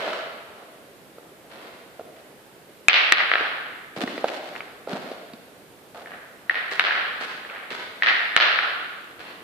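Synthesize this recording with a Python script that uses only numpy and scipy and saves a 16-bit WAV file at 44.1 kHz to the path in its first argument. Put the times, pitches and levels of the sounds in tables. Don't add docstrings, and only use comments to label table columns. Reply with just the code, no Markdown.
import sys
import numpy as np
from scipy import signal
from scipy.fft import rfft, irfft
from scipy.io import wavfile
from scipy.ndimage import uniform_filter1d

SR = 44100
rng = np.random.default_rng(int(sys.argv[2]) if len(sys.argv) > 2 else 0)


def log_audio(samples):
    frames = np.atleast_2d(samples).T
    limited = np.clip(frames, -1, 1)
    pcm = np.round(limited * 32767).astype(np.int16)
    wavfile.write(sys.argv[1], SR, pcm)


N = 415863
TAPS = 2048
BINS = np.fft.rfftfreq(TAPS, 1 / SR)
NEAR_M = 2.4

# frequency in Hz, relative level in dB.
EARTH_SPECTRUM = [(40, -29), (110, -38.5), (200, -5), (400, -1), (680, 1.5), (950, -10), (1400, -9),
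                  (3000, -46), (8000, -43)]
# frequency in Hz, relative level in dB.
GRIT_SPECTRUM = [(200, -18.5), (900, 1.5), (1500, 6.5), (2500, 2.5), (4300, -1.5), (6000, -13.5),
                 (8200, -17.5), (14000, -28)]
# start in seconds, strength in dB.
FOOTSTEPS = [(2.167, -22.5), (6.719, 0), (7.211, 0.5), (7.713, 1.5), (9.2, -4.5)]


def clacks(hard_db=13, hardening=0.23, hollow_gain_hz=2470, trapping=1.07, ripple_db=4.5, ring_share=0.61):
    # start in seconds, strength in dB, direct sound past the body in dB,
    # pitch of the hollow in Hz, its width in Hz.
    collisions = [(2.8837, 23, -2, 2250, 700), (3.1225, 17.5, 1.5, 1830, 400),
                  (3.3156, 11, -1.5, 1640, 520), (3.337, 8, 1, 1700, 550), (3.355, 5, 2.5, 1660, 600),
                  (3.382, 4.5, -7, 1590, 900), (4.5530, -12.5, 2, 1920, 800), (4.562, -10, 1, 1880, 800),
                  (4.6058, -10.5, 4, 2200, 600), (6.0590, -2.5, -11.5, 1750, 250),
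                  (6.4960, 12.5, -1, 1860, 116), (6.7956, 16.5, -0.5, 1780, 700),
                  (6.9090, 12.5, -5, 1660, 294), (7.449, -1.5, -4.5, 1630, 500), (7.499, -2, -4, 2190, 450),
                  (7.560, -3, -7, 1880, 200), (8.0230, 21, -6, 1855, 200.7), (8.3644, 22, 0, 1600, 830),
                  (8.5884, 11.5, 4, 1450, 280)]
    # frequency in Hz, relative level in dB.
    steel_spectrum = [(60, -34.5), (150, -27), (350, -12.5), (720, -2), (950, -7), (1300, 0.5), (2100, -2),
                      (3000, -2), (4200, -8), (5500, -22.5), (7000, -38.5), (10000, -92.5), (15000, -60)]
    # frequency in Hz, relative gain in dB.
    body_screen = [(200, 0), (700, -3.5), (1000, -5), (1700, -0.5), (2600, 0), (3200, -6), (4100, -0.5),
                   (6000, -14.5), (14000, -22)]
    out = np.zeros((2, N))
    octaves = np.log2(np.maximum(BINS, 500) / 2000)
    for s, strength_db, past_body_db, hollow_hz, width_hz in collisions:
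        crack = read(steel_spectrum, BINS) + hardening * (strength_db - hard_db) * octaves
        hollow = 10 * np.log10(1 + hollow_gain_hz ** 2 / (width_hz ** 2 + (2 * (BINS - hollow_hz)) ** 2))
        detune = trapping * ((BINS + 1) / hollow_hz - hollow_hz / (BINS + 1))
        held_back = np.exp(-2j * np.arctan(detune))
        scatter = uniform_filter1d(rng.standard_normal((2, len(BINS))), size=16, axis=1)
        scatter *= ripple_db / scatter.std()
        direct = np.array([pulse(crack + hollow + read(body_screen, BINS) + side) for side in scatter])
        direct_db = strength_db + past_body_db + nearness_db(s)
        add(out, s, irfft(rfft(direct) * held_back) * amp(direct_db) * pan(left_db=0.9))
        escaping = irfft(rfft(pulse(crack + ring_share * hollow)) * held_back)
        add(out, s, amp(strength_db) * through(hall(distance(s)), escaping))
    return out


def knocks(room, hall_db=-3, thump_cycles=5.9, earth_db=-5, crush_s=0.0044, stone_db=9, stone_octaves=0.25):
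    # start in seconds, level in dB, thump pitch in Hz,
    # grit against the thump in dB, pitch of the crushed stones in Hz.
    blows = [(.078, -3, 664, -1, 1390), (.131, -6.5, 600, 8, 1280), (1.183, -12, 513, -12, 1200),
             (1.994, -5.5, 563, -18, 1217), (2.009, -12, 470, -13, 1200), (3.408, -5.5, 534, -2.5, 1600),
             (3.966, -13.5, 150, -22, 1500), (4.037, 0.5, 266, -31, 1900), (4.076, -7, 357, 0.5, 1900),
             (4.178, -5.5, 513, -4.5, 2160), (4.242, 8, 622, -13.5, 1380), (4.283, -15.5, 720, 9, 2480),
             (4.873, -4, 497, -19, 1400), (4.93, -1.5, 200, -10, 4450), (5.115, -6.5, 557, -13, 5000),
             (5.335, -12, 232, -8.5, 4240)]
    heel_db, heel_hz, heel_grit_db, heel_stone_hz = -7, 495, 0.5, 1750
    heels = [(s, heel_db + db, heel_hz, heel_grit_db, heel_stone_hz) for s, db in FOOTSTEPS]
    dry = np.zeros((1, N))
    t = np.arange(TAPS * 2) / SR
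    earth = pulse(read(EARTH_SPECTRUM, BINS))
    for s, db, hz, grit_db, stone_hz in blows + heels:
        t60 = thump_cycles / hz
        onset = 1 - np.exp(-(t * hz) ** 2)
        thump = unit(np.sin(2 * np.pi * hz * t) * amp(-60 * t / t60) * onset)
        stone_peak = np.exp(-(np.log2((BINS + 1) / stone_hz) / stone_octaves) ** 2)
        grit = pulse(read(GRIT_SPECTRUM, BINS) + stone_db * stone_peak)
        burst = rng.standard_normal((2, len(t))) * np.exp(-t / crush_s)
        soil = unit(signal.fftconvolve(burst[0], earth)[:len(t)])
        stones = unit(signal.fftconvolve(burst[1], grit)[:len(t)])
        knock = unit(thump + amp(earth_db) * soil) + amp(grit_db) * stones
        add(dry, s, amp(db) * knock[None])
    direct = dry * amp(nearness_db(np.arange(N) / SR))
    return direct * pan(left_db=-2.5) + amp(hall_db) * through(room, dry[0])[:, :N]


def scuffs(room, hall_db=-0.43, stones_per_s=1100, stone_spread_db=5, rub_spread_db=2,
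           thud_hz=270, dull_hz=5000):
    # start in seconds, length in seconds, earthy rub in dB, crunch of grit in dB,
    # low boost of the rub from the weight on the sole in dB.
    drags = [(-.12, .25, -32, -33, -6.5), (0.47, 0.2, -49, -55.5, -8), (1.487, .23, -47, -47.5, -1.5),
             (3.96, 0.044, -36.5, -41, 5), (4.004, 0.039, -31.5, -32.5, 8), (4.059, 0.18, -46.5, -46.5, -4),
             (4.245, 0.15, -46.5, -41, 6), (4.42, .19, -51.5, -47.5, 11), (4.876, .11, -35.5, -41.5, 3.5),
             (5.003, .16, -47.5, -48, 3), (5.939, 0.097, -44, -50, -14.5)]
    lead_s, sole_s, sole_rub_db, sole_crunch_db, sole_weight_db = 0.012, 0.06, -42.5, -32, -0.5
    soles = [(s - lead_s, sole_s, sole_rub_db + db, sole_crunch_db + db, sole_weight_db)
             for s, db in FOOTSTEPS]
    out = np.zeros((2, N))
    thud = np.exp(-np.log2((BINS + 1) / thud_hz) ** 2)
    treble = 1 - 1 / (1 + (BINS / dull_hz) ** 4)
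    for s, length, rub_db, crunch_db, weight_db in drags + soles:
        n = int(length * SR)
        earth = pulse(read(EARTH_SPECTRUM, BINS) + weight_db * thud)
        grit = pulse(read(GRIT_SPECTRUM, BINS) + nearness_db(s) * treble)
        slips = impulses((3, n), stones_per_s) * signal.windows.tukey(n, 0.25)
        size = np.minimum(rng.exponential(1, (3, n)), 4)
        earth_slips = slips[0] * amp(rub_spread_db * size[0])
        stone_slips = slips[1:] * amp(stone_spread_db * size[1:])
        rub = amp(rub_db) * unit(signal.fftconvolve(earth_slips, earth))
        crunch = amp(crunch_db) * np.array([unit(signal.fftconvolve(side, grit)) for side in stone_slips])
        dry = np.sqrt(n) * (rub + crunch)
        add(out, s, dry * amp(nearness_db(s)) * pan(left_db=-0.5))
        add(out, s, amp(hall_db) * through(room, dry[0]))
    return out


def distance(s):
    # time in seconds, distance in metres.
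    walk = [(0, 4), (2.88, 2.3), (3.12, 1.97), (4.3, 2.04), (6.5, 2.2), (6.8, 3.05), (8.36, 4.58),
            (9.4, 6.4)]
    return np.interp(s, *np.transpose(walk))


def nearness_db(s):
    return 20 * np.log10(NEAR_M / distance(s))


def hall(metres, far_wall_m=12.4, length_s=1.5, taps_per_s=7000, lumpy_db=2, tail_db=-1,
         spread_s=0.00017, flutter_per_s=70, flutter_db=-15):
    # delay in seconds at NEAR_M, level in dB.
    echoes = [(0.0126, -15), (0.0152, -17.5), (0.038, -29), (.0474, -15), (0.0583, -14.5), (0.078, -18.5),
              (.095, -21)]
    # delay in seconds at NEAR_M, relative dB.
    build_up = [(.003, -20.5), (.02, -5), (.043, -9.5), (.056, -2), (.075, 2.5), (.11, 1.5), (.17, 1.5),
                (.3, 2)]
    # frequency in Hz, seconds for the tail to fall by 60 dB.
    decay_times = [(100, 0.46), (500, 1.204), (1500, 1.325), (2800, 1.23), (4300, 1.17), (7000, 0.75),
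                   (14000, 0.12)]
    n = int(length_s * SR)
    t = np.arange(n) / SR
    stretch = (far_wall_m - metres) / (far_wall_m - NEAR_M)
    swell = amp(np.interp(t / stretch, *np.transpose(build_up)))
    taps = impulses((2, n), taps_per_s) * amp(lumpy_db * rng.standard_normal((2, n))) * swell
    mid_decay = amp(-60 * t / read(decay_times, hz=2000))
    taps *= amp(tail_db) * np.sqrt(2) / np.linalg.norm(taps * mid_decay)
    bounces = np.flatnonzero(rng.random(n) < flutter_per_s / SR)
    size = amp(flutter_db) * rng.uniform(-0.86, 1, len(bounces)) * swell[bounces]
    for side in taps:
        jitter = (2 * spread_s * SR * rng.standard_normal(len(bounces))).astype(int)
        side[np.clip(bounces + jitter, 0, n - 1)] += size
    tail = diffuse_field(taps, lambda hz, s: -60 * s / read(decay_times, hz), size=256)
    for delay, db in echoes:
        arrival = np.abs(delay * stretch + spread_s * rng.standard_normal(2))
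        tail[[0, 1], (arrival * SR).astype(int)] += amp(db)
    return tail * pan(left_db=-0.75)


def room_tone(level_db=-49, drift_db=1.2):
    # frequency in Hz, relative level in dB.
    quiet_spectrum = [(25, -24), (60, -16), (130, -2.5), (200, -1), (450, 2.5), (700, -3), (1000, -7.5),
                      (1700, -8), (4000, -15), (6000, -20.5), (8200, -19), (11000, -18.5), (14500, -20)]

    def shape(hz, t):
        patches = uniform_filter1d(rng.standard_normal((len(hz), len(t))), size=6, axis=0)
        patches = uniform_filter1d(patches, size=8, axis=1)
        return read(quiet_spectrum, hz) + drift_db * patches / patches.std() / (1 + hz / 2000)
    murmur = diffuse_field(rng.standard_normal((2, N)), shape, size=1024)
    return amp(level_db) * murmur / murmur.std() * pan(left_db=-1.8)


def diffuse_field(noises, shape, size):
    # frequency in Hz, correlation of left and right.
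    likeness = [(50, 0.64), (150, 0.64), (350, 0.96), (700, 0.7), (1300, 0), (2600, 0.14), (5000, 0),
                (14000, 0.0032)]
    hz, t, spectra = signal.stft(noises, SR, nperseg=size)
    same = read(likeness, hz)[:, None]
    spectra[1] = same * spectra[0] + np.sqrt(1 - same ** 2) * spectra[1]
    return signal.istft(spectra * amp(shape(hz[:, None], t)), SR, nperseg=size)[1][:, :noises.shape[1]]


def pulse(db):
    log_gain = np.log(amp(np.maximum(db, -100)))
    mirrored = np.concatenate([log_gain, log_gain[-2:0:-1]])
    minimum_phase = np.exp(np.conj(signal.hilbert(mirrored)))
    return unit(irfft(minimum_phase[:len(db)]))


def impulses(shape, per_s):
    return rng.choice([-1., 1.], shape) * (rng.random(shape) < per_s / SR)


def amp(db):
    return 10 ** (np.asarray(db) / 20)


def pan(left_db):
    return amp([[left_db / 2], [-left_db / 2]])


def unit(x):
    return x / np.sqrt(np.sum(x ** 2) + 1e-20)


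def read(points, hz):
    f, value = np.transpose(points)
    return np.interp(np.log(hz + 1), np.log(f + 1), value)


def add(mix, s, sound):
    start = round(s * SR)
    sound = sound[:, max(-start, 0):]
    part = mix[:, max(start, 0):][:, :sound.shape[1]]
    part += sound[:, :part.shape[1]]


def through(room, x):
    return signal.fftconvolve(x[None], room, axes=1)


def scene(low_cut_hz=115):
    ground = knocks(hall(NEAR_M)) + scuffs(hall(NEAR_M))
    ground = signal.sosfilt(signal.butter(2, low_cut_hz, "high", fs=SR, output="sos"), ground)
    left, right = clacks() + ground
    left = np.concatenate([np.zeros(2), left[:-2]])
    return room_tone() + np.array([left, right])


def record(dry, edge_hz=14800):
    clipped = np.clip(dry, -1, 1)
    low_pass = signal.firwin(255, edge_hz, window=("kaiser", 8), fs=SR)
    return signal.oaconvolve(clipped, low_pass[None], "same")


dry = scene()
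out = record(dry)
log_audio(out)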